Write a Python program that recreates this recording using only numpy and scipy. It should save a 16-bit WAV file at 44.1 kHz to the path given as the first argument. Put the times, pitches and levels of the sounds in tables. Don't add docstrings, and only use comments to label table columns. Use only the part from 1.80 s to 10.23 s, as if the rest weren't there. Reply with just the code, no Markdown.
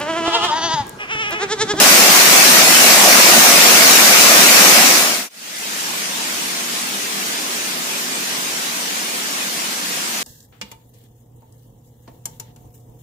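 import sys
import numpy as np
from scipy import signal
from scipy.fft import rfft, irfft, next_fast_len
from scipy.io import wavfile
from scipy.ndimage import uniform_filter1d, map_coordinates

SR = 44100
rng = np.random.default_rng(int(sys.argv[2]) if len(sys.argv) > 2 else 0)


def materialize(psi):
    bounded = np.clip(np.atleast_2d(psi).T, -1, 1)
    quanta = np.round(bounded * 32767).astype(np.int16)
    wavfile.write(sys.argv[1], SR, quanta)


N = 371763


def weir():
    # [f/Hz, relative level/dB per Hz]
    close_spectrum = [(30, -34), (125, -24.5), (165, -8), (200, -3.5), (320, -4), (440, -6.5), (683, -1.5),
                      (940, -5), (1140, -2.5), (1500, -3), (2150, -2), (2330, -1.5), (2600, -2.5),
                      (3300, -6), (5800, -3), (9000, -8.5), (14200, -11), (15300, -11.5)]
    # [f/Hz, likeness 0-1, left over right level/dB]
    close_ports = [(95, .2, 2), (140, 0.93, -0.5), (221, 1, 0), (480, 0.8, -1), (696, 0.66, -0.9),
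                   (1030, 0.27, -0.5), (1300, 0.46, 0.9), (2050, 0, 0.3), (2400, 0, 1), (3700, 0.17, -1),
                   (4740, 0, 0.4), (5900, 0, 4), (7500, 0.02, -0.2), (12000, 0, 0.5)]
    mean_db, left_lead_s = -6.5, 0.000189

    gurgle = bubbles(centre_hz=593, octaves=0.6, cycles=3.34, spread_db=22.0, count=2500)
    fizz = bubbles(centre_hz=5000, octaves=1.48, cycles=4.3, spread_db=5, count=6000)
    gurgle_db = -23.0 + 4.0 * wobble(2.21)
    water = flickering_noise(patchy_db=0.3, streaky_db=2.5)
    water = water + amp(gurgle_db) * gurgle + amp(-16.5) * fizz
    surge_db = 0.15 * wobble(3.0) + 0.17 * wobble(10.79)
    return amp(mean_db + surge_db) * ports(water, close_spectrum, close_ports, left_lead_s)


def bubbles(centre_hz, octaves, cycles, spread_db, count):
    u = rng.random((count, 4))
    hz = centre_hz * 2 ** (octaves * (2 * u[:, 3:] - 1))
    n = np.arange(320)
    turns = hz * n / SR
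    size = amp(spread_db * u[:, :1]) * np.sqrt(hz / centre_hz)
    swell = turns / cycles * np.exp(-3 * turns / cycles)
    rising_phase = 2 * np.pi * turns * (1 + 0.17 * turns / cycles)
    ring = size * swell * np.sin(rising_phase)
    span = N + len(n)
    start = (u[:, 1:2] * N).astype(int) + (u[:, 2:3] < .5) * span
    cloud = np.bincount((start + n).ravel(), ring.ravel(), 2 * span)
    return unit(cloud.reshape(2, -1)[:, :N])


def flickering_noise(patchy_db, streaky_db):
    hz, _, z = signal.stft(rng.standard_normal((2, N + 1024)), SR, nperseg=1024)

    def field(size):
        wide = uniform_filter1d(rng.standard_normal(z.shape[1:]), size=size, axis=0)
        brief = uniform_filter1d(wide, size=7, axis=1)
        drift = uniform_filter1d(wide, size=28, axis=1)
        return unit(brief - drift)

    depth = (hz[:, None] / 3050) ** .3
    gain = amp(patchy_db * field(size=10) + streaky_db * depth * field(size=2))
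    return unit(signal.istft(z * gain, nperseg=1024)[1][:, :N])


def far_water():
    # [f/Hz, relative level/dB per Hz]
    far_spectrum = [(30, -42), (100, -26), (149, -14), (196, -6), (300, -10), (430, -8), (700, -6),
                    (1500, -5), (2400, -4.5), (3000, -4.5), (4000, -6), (6400, -5.5), (9000, -10),
                    (15300, -16.5)]
    # [f/Hz, likeness 0-1, left over right level/dB]
    far_ports = [(50, 0.65, .4), (170, 1, .2), (300, 0.78, -.2), (450, 0.45, -0.82), (750, 0.45, 1.1),
                 (1030, 0.29, .2), (1450, 0.46, 1.4), (1900, 0.14, .5), (2400, 0.2, 1.1),
                 (4000, 0.033, -0.25), (6000, 0.05, .8), (7700, 0.03, -.4), (14000, 0.039, -0.51)]
    mean_db, left_lead_s = -22.5, 0.000402
    hollow_hz, hollow_width_hz, hollow_share = 1060, 270, 0.33
    fill_start_s, fill_length_s = 3.9, .15

    surge_db = 0.18 * wobble(3.22) + 0.27 * wobble(11)
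    noise = flickering_noise(patchy_db=0.1, streaky_db=2.5)
    water = ports(noise, far_spectrum, far_ports, left_lead_s)
    middle = filtered(water, lambda hz: np.exp(-((hz - hollow_hz) / hollow_width_hz) ** 2))
    missing = hollow_share * (1 - ramp(fill_start_s, fill_length_s))
    return amp(mean_db + surge_db) * (water - missing * middle)


def engine():
    # [f/Hz, relative level/dB]
    exhaust = [(100, -42), (165, -11), (200, -1), (240, 4.5), (280, -3), (320, -5), (360, -4.5),
               (400, -2.5), (445, -7.5), (490, -17), (650, -35), (1000, -49)]
    cruise_hz, eased_hz = 40.2, 38.8
    ease_s, ease_length_s = 6.8, .6
    base_db, arrive_s, arrive_db_per_s = -42, 4.87, 15
    lift_s, lift_db, lift_width_s = 6.8, 4, 0.56
    pull_start_s, pull_end_s, pull_rise_s, pull_fall_s = 5.35, 6.4, 0.59, 0.47
    idle_tilt_db, pull_tilt_db, pull_gain_db = -4, 7, 0.5

    t = np.arange(N) / SR
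    rate = cruise_hz + (eased_hz - cruise_hz) * ramp(ease_s - ease_length_s / 2, ease_length_s)
    load = ramp(pull_start_s - pull_rise_s, pull_rise_s) - ramp(pull_end_s, pull_fall_s)
    tilt_db = idle_tilt_db + (pull_tilt_db - idle_tilt_db) * load
    lift = np.clip(1 - abs(t - lift_s) / lift_width_s, 0, 1)
    approach_db = arrive_db_per_s * np.clip(arrive_s - t, 0, None)
    swing_db = pull_gain_db * load - lift_db * lift - approach_db

    cycle = 2 * np.pi * np.cumsum(rate) / SR
    note = np.zeros(N)
    for k in range(4, 14):
        waver_db = 4 * k / 9 * np.tanh(wobble(6.5))
        strength = amp(along(exhaust, k * rate)[0] + tilt_db * np.log2(k / 6) + waver_db)
        phase = 2 * np.pi * rng.random() + 0.13 * k * wobble(8)
        note += strength * np.sin(k * cycle + phase)
    late = lambda hz: np.exp(-2j * np.pi * hz * np.array([[.0003], [0]]))
    return amp(base_db + swing_db) * filtered(unit(note), late) + rumble(swing_db)


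def rumble(engine_swing_db):
    # [f/Hz, relative level/dB per Hz]
    rumble_spectrum = [(30, -45), (100, -27), (150, -7), (200, -2.5), (300, -0.5), (430, -7), (600, -22),
                       (1000, -50)]
    # [f/Hz, likeness 0-1, left over right level/dB]
    rumble_ports = [(50, .6, 0), (200, 1, 0), (450, 0.5, -2)]
    base_db, follows = -41.5, 0.22
    left_lead_s = -.0005

    noise = ports(rng.standard_normal((2, N)), rumble_spectrum, rumble_ports, left_lead_s)
    level_db = base_db + follows * engine_swing_db + 0.8 * wobble(2.39)
    return amp(level_db) * noise


def ports(pair, spectrum, likeness, lead_s):
    head_on_hz = 250

    def split(hz):
        turn = np.arccos(np.clip(along(likeness, hz)[0], 0, 1)) / 2
        return amp(along(spectrum, hz)[0]) * [np.cos(turn), np.sin(turn)]

    def lean(hz):
        side = np.array([[.5], [-.5]])
        lead = lead_s * side * hz ** 2 / (hz ** 2 + head_on_hz ** 2)
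        return np.exp(2j * np.pi * hz * lead) * amp(along(likeness, hz)[1] * side)

    shared, own = filtered(pair, split)
    return unit(filtered(np.array([shared + own, shared - own]), lean))


def amp(db):
    return 10 ** (np.asarray(db) / 20)


def unit(x):
    return x / np.sqrt(np.mean(x ** 2) + 1e-20)


def along(points, hz):
    f, *cols = np.transpose(points)
    return [np.interp(np.log(hz + 1), np.log(f + 1), c) for c in cols]


def wobble(rate):
    knots = rng.standard_normal(int(N * rate / SR) + 4)
    return map_coordinates(knots, [np.arange(N) * rate / SR])


def filtered(x, response):
    m = next_fast_len(N + 8192)
    return irfft(rfft(x, m) * response(np.fft.rfftfreq(m, 1 / SR)), m)[..., :N]


def ramp(start_s, length_s):
    return np.clip((np.arange(N) / SR - start_s) / length_s, 0, 1)


def scene():
    fade_out_s, fade_in_s, fade_length_s = 2.994, 3.478, 0.5
    close = (1 - ramp(fade_out_s, fade_length_s)) * weir()
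    distant = ramp(fade_in_s, fade_length_s) * (far_water() + engine())
    return close + distant


def record(dry):
    top_hz = 15520
    clipped = np.clip(dry, -1, 1)
    return filtered(clipped, lambda hz: hz < top_hz)


dry = scene()
out = record(dry)
materialize(out)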